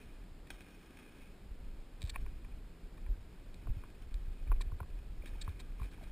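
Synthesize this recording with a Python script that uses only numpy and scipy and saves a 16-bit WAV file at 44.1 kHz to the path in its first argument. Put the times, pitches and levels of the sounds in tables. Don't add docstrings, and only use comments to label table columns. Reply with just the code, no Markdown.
import sys
import numpy as np
from scipy import signal
from scipy.fft import rfft, irfft
from scipy.io import wavfile
from scipy.ndimage import uniform_filter1d

SR = 44100
rng = np.random.default_rng(int(sys.argv[2]) if len(sys.argv) > 2 else 0)


def amp(db):
    return 10 ** (np.asarray(db, float) / 20)


def int16_out(signal):
    q = np.round(np.clip(np.atleast_2d(signal).T, -1, 1) * 32767)
    wavfile.write(sys.argv[1], SR, q.astype(np.int16))


N = 269451

# freq_hz, density_db
HARBOUR = [(59, -31), (100, -10), (182, -4.5), (212, -8.5), (368, -10.5), (681, -19.5), (976, -22.5),
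           (4560, -31), (5500, -34.5), (5900, -43), (7800, -69)]
HARBOUR_RMS_DB = -60.5
# centre_hz, width_hz, rms_db
HUM = [(174.4, 6.8, -78), (240.7, 32, -74.5)]
# freq_hz, density_db
WIDTH = [(35, -46), (60, -11), (107, -5), (179, 4.5), (556, -7.5), (4340, -10), (5900, -11), (7670, -55),
         (13000, -120)]
WIDTH_RMS_DB = -79
# time_s, level_db
RUMBLE = [(0.0, -47), (1.02, -60.5), (1.35, -53), (1.58, -45), (1.97, -48.5), (2.21, -36.5), (2.5, -46),
          (3.01, -47.5), (3.11, -38.5), (3.35, -54), (3.69, -40.5), (3.9, -51), (4.15, -41.5), (4.39, -44),
          (4.53, -38), (4.85, -44.5), (4.97, -40.5), (5.3, -42.5), (6.11, -46)]
UPPER_RUMBLE_DB, UPPER_FOLLOWS_DB_PER_DB, UPPER_FLICKER_DB = -61, 0.46, 0.5

# time_s, push_db
SPLASH = [(0.0, -81.5), (0.43, -99.5), (0.53, -81), (0.66, -82.5), (0.9, -85.5), (1.0, -80), (1.12, -84.5),
          (1.2, -82), (1.45, -94), (1.99, -91), (2.21, -86.5), (2.59, -93.5), (4.36, -88), (5.2, -92),
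          (5.28, -83.5), (5.45, -81.5), (5.72, -89.5), (5.82, -82), (5.9, -85.5), (6.03, -82), (6.11, -85)]
# low_db, middle_db, high_db
SPLASH_RINGS_DB = (2, -1.5, -4)
SPLASH_SPARKLE_DB = 3.33
# freq_hz, gain_db, pole_decay60_s
VENT = [(288, -4.5, 0.012), (788, -10.5, 0.0059), (1256, -15.5, 0.015), (1624, -7, 0.0077),
        (2262, -6.5, 0.0087), (2440, -3, 0.0095), (3067, -9.5, 0.012), (3297, -12, 0.016),
        (3723, -14.5, 0.013), (4250, -14, 0.0058), (5410, -6.5, 0.0032)]
# start_s, push_db
SLAPS = [(0.503, -38.5), (0.971, -54.5), (4.021, -59), (5.258, -49)]
# start_s, level_db, start_pitch_hz
PLINKS = [(5.222, -46, 2250), (5.237, -40, 520), (5.313, -50, 473), (5.335, -50, 1670), (5.354, -49, 860),
          (5.851, -46, 445), (5.926, -54, 1400), (5.983, -49.5, 860), (6.011, -43, 706), (6.03, -43, 594),
          (6.07, -51, 920)]

# start_s, peak_db, settled_pitch_hz, decay60_s
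THUDS = [(1.507, -37.5, 37.4, 0.15), (2.037, -29.5, 61, 0.052), (2.17, -36.5, 25.2, 0.064),
         (3.089, -28.5, 38.1, 0.23), (3.656, -31.5, 30.2, 0.23), (3.685, -31, 67, 0.096),
         (3.701, -21.5, 28, 0.054), (3.765, -37.5, 80.6, 0.081), (4.141, -31.5, 39.2, 0.25),
         (4.28, -34.5, 43, 0.087), (4.474, -31.5, 42.2, 0.17), (4.496, -22.5, 37.8, 0.25),
         (4.524, -27, 26.6, 0.22), (4.665, -30.5, 36.6, 0.11), (4.724, -34.5, 67, 0.078),
         (4.811, -34, 69.2, 0.071), (5.479, -33, 72.4, 0.12), (5.813, -31.5, 51.6, 0.036),
         (5.829, -31.5, 41.2, 0.11)]
# start_s, push_db, brightness_db (per step of ring group), length_ms
SCUFFS = [(0.466, -79.5, -3, 12), (0.615, -88, 3, 12), (2.005, -84, 5, 7.9), (2.069, -76.5, -2.2, 26),
          (2.091, -70, 11, 16), (2.132, -73.5, -7.5, 37), (2.967, -79.5, -5.5, 21), (4.46, -80, -8.5, 37),
          (4.605, -69, -12, 6.8), (4.607, -68.5, 7, 18.3), (4.782, -83, -2, 14), (5.253, -79.5, 3, 48),
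          (5.409, -70, 9.5, 21.5), (5.44, -84, 4, 15), (5.488, -78.5, 0, 8.7), (5.59, -73, 3, 27),
          (5.795, -87, 5.5, 86), (5.906, -89, 9.5, 23), (6.029, -77.5, -1, 20)]
# start_s, push_db
DULL_KNOCKS = [(3.671, -34.5), (3.837, -38), (4.517, -24.5), (4.719, -41.5), (4.803, -28.5), (4.83, -39),
               (5.478, -32.5), (5.799, -38.5), (5.818, -37.5)]
# start_s, push_db
WOODY_KNOCKS = [(2.159, -29.5), (2.263, -42.5), (2.447, -46), (3.063, -46), (4.524, -39), (5.83, -47)]
# start_s, push_db
BRIGHT_KNOCKS = [(2.0184, -45.5), (2.0271, -48), (2.039, -54), (2.052, -57), (2.059, -59), (2.063, -57),
                 (2.073, -55), (2.078, -64), (2.084, -68), (2.096, -45), (3.543, -57.5), (4.142, -51),
                 (5.6, -50.5)]
# low_db, middle_db, high_db
DULL = (0, -24, -37)
# low_db, middle_db, high_db
WOODY = (0, -7, -30)
# low_db, middle_db, high_db
BRIGHT = (-5, -2, 5)
CHATTER = (0.078, 0.084, 0.03)
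# freq_hz, gain_db, pole_decay60_s
HOUSING = [(422, -20.5, 0.014), (734, -21.5, 0.014), (1064, -7.5, 0.0072), (1346, -16, 0.0056),
           (1835, -5, 0.0068), (2380, -1, 0.0077), (3324, -22, 0.01), (3824, 1.5, 0.0031),
           (4324, -7.5, 0.0058), (5030, -13, 0.006), (5820, -14, 0.0042)]
# low_to_middle_hz, middle_to_high_hz
GROUP_EDGES_HZ = [1750, 2900]

HELD_RATE_HZ, STEPS = 12000, 4
TOP_HZ = 15100


def unit(x):
    return x / np.sqrt(np.mean(x ** 2))


def curve(table):
    time_s, *columns = np.transpose(table)
    return [np.interp(np.arange(N) / SR, time_s, column) for column in columns]


def band(lo_hz, hi_hz):
    sos = signal.butter(2, [lo_hz, hi_hz], "band", fs=SR, output="sos")
    return unit(signal.sosfilt(sos, rng.standard_normal(N)))


def coloured(spectrum):
    hz, db = np.transpose(spectrum)
    f = np.arange(N // 2 + 1) * SR / N + 1
    gain = amp(np.interp(np.log(f), np.log(hz), db))
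    return unit(irfft(rfft(rng.standard_normal(N)) * gain, N))


def walk(rate_hz):
    k = int(SR / rate_hz)
    held = np.repeat(rng.standard_normal(N // k + 1), k)
    return unit(uniform_filter1d(uniform_filter1d(held, k), k)[:N])


def add(track, start_s, x):
    i = int(start_s * SR)
    track[..., i:i + x.shape[-1]] += x[..., :N - i]


def ring(pushes, modes):
    out = np.zeros(N)
    for hz, db, decay60_s in modes:
        pole = np.exp(2j * np.pi * hz / SR - np.log(1000) / (decay60_s * SR))
        push = pushes[np.searchsorted(GROUP_EDGES_HZ, hz)]
        swing = signal.lfilter([1], [1, -2 * pole, pole ** 2], push).imag
        out += amp(db) * np.e * (1 - abs(pole)) * swing
    return out


def harbour():
    hums = sum(amp(db) * band(hz - width_hz / 2, hz + width_hz / 2) for hz, width_hz, db in HUM)
    return amp(HARBOUR_RMS_DB) * coloured(HARBOUR) + hums


def widen(x):
    return x + amp(WIDTH_RMS_DB) * coloured(WIDTH) * np.array([[1], [-1]])


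def rumble():
    deep_db, = curve(RUMBLE)
    upper_db = UPPER_RUMBLE_DB + UPPER_FOLLOWS_DB_PER_DB * (deep_db + 47)
    upper_db = upper_db + UPPER_FLICKER_DB * walk(7.3)
    return amp(deep_db) * band(17.2, 40.4) + amp(upper_db) * band(41.7, 99.3)


def splash():
    db, = curve(SPLASH)
    drops = rng.standard_normal(N) * amp(SPLASH_SPARKLE_DB * rng.exponential(size=N))
    flurries_db = 1.6 * walk(90) + 1.3 * np.array([walk(45) for _ in range(3)])
    return unit(drops) * amp(db + np.array(SPLASH_RINGS_DB)[:, None] + flurries_db)


def scuffs():
    pushes, t = np.zeros((3, N)), np.arange(5000) / SR
    for start_s, db, bright_db, length_ms in SCUFFS:
        hump = np.sin(np.pi * np.clip(1000 * t / length_ms, 0, 1) ** 0.92) ** 1.74
        slips_db = np.repeat(rng.standard_normal(50), 100)
        group_gain = amp(db + bright_db * np.arange(-1, 2))[:, None]
        grit = rng.standard_normal((3, len(t)))
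        add(pushes, start_s, group_gain * grit * amp(slips_db) * hump)
    return pushes


def slaps():
    track, t = np.zeros(N), np.arange(4000) / SR
    for start_s, db in SLAPS:
        spray = 0.1 * np.exp(-t / 0.0025) + 0.015 * np.exp(-t / 0.031)
        push = rng.standard_normal(len(t)) * spray
        push[0] = 1
        add(track, start_s, amp(db) * push)
    return track


def thuds():
    out, t = np.zeros(N), np.arange(SR // 3) / SR
    for start_s, db, hz, decay60_s in THUDS:
        turns = hz * (t + 0.5 * 0.0089 * (1 - np.exp(-t / 0.0051)))
        envelope = np.exp(-np.log(1000) * t / decay60_s) * (1 - np.exp(-t / 0.014))
        swing = np.sin(2 * np.pi * turns) * envelope
        add(out, start_s, amp(db) * swing / np.abs(swing).max())
    return out


def knocks():
    pushes, t = np.zeros((3, N)), np.arange(400) / SR
    tables = [DULL_KNOCKS, WOODY_KNOCKS, BRIGHT_KNOCKS]
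    for rings_db, chatter, table in zip([DULL, WOODY, BRIGHT], CHATTER, tables):
        for start_s, db in table:
            push = chatter * rng.standard_normal(len(t)) * np.exp(-t / 0.0028)
            push[0] = 1
            add(pushes, start_s, np.outer(amp(db + np.array(rings_db)), push))
    return pushes


def plinks():
    out, t = np.zeros(N), np.arange(1500) / SR
    for start_s, db, hz in PLINKS:
        song = np.sin(2 * np.pi * hz * t * (1 + 6 * t))
        envelope = np.exp(-t / 0.0028) * (1 - np.exp(-t / 0.0011))
        add(out, start_s, amp(db) * song * envelope)
    return out


def scene():
    water = ring(splash() + slaps(), VENT) + plinks()
    handling = ring(knocks() + scuffs(), HOUSING)
    return widen(handling + water + rumble() + thuds() + harbour())


def roll_off(x):
    return signal.sosfilt(signal.butter(12, 16130, fs=SR, output="sos"), x)


def record(dry):
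    slow = signal.resample_poly(dry, HELD_RATE_HZ, SR, axis=1)
    steps = np.repeat(slow, STEPS, axis=1)
    held = signal.resample_poly(steps, SR, HELD_RATE_HZ * STEPS, axis=1)[:, :N]
    low_pass = signal.ellip(8, .5, 60, TOP_HZ, fs=SR, output="sos")
    return roll_off(signal.sosfilt(low_pass, held))


dry = scene()
out = record(dry)
int16_out(out)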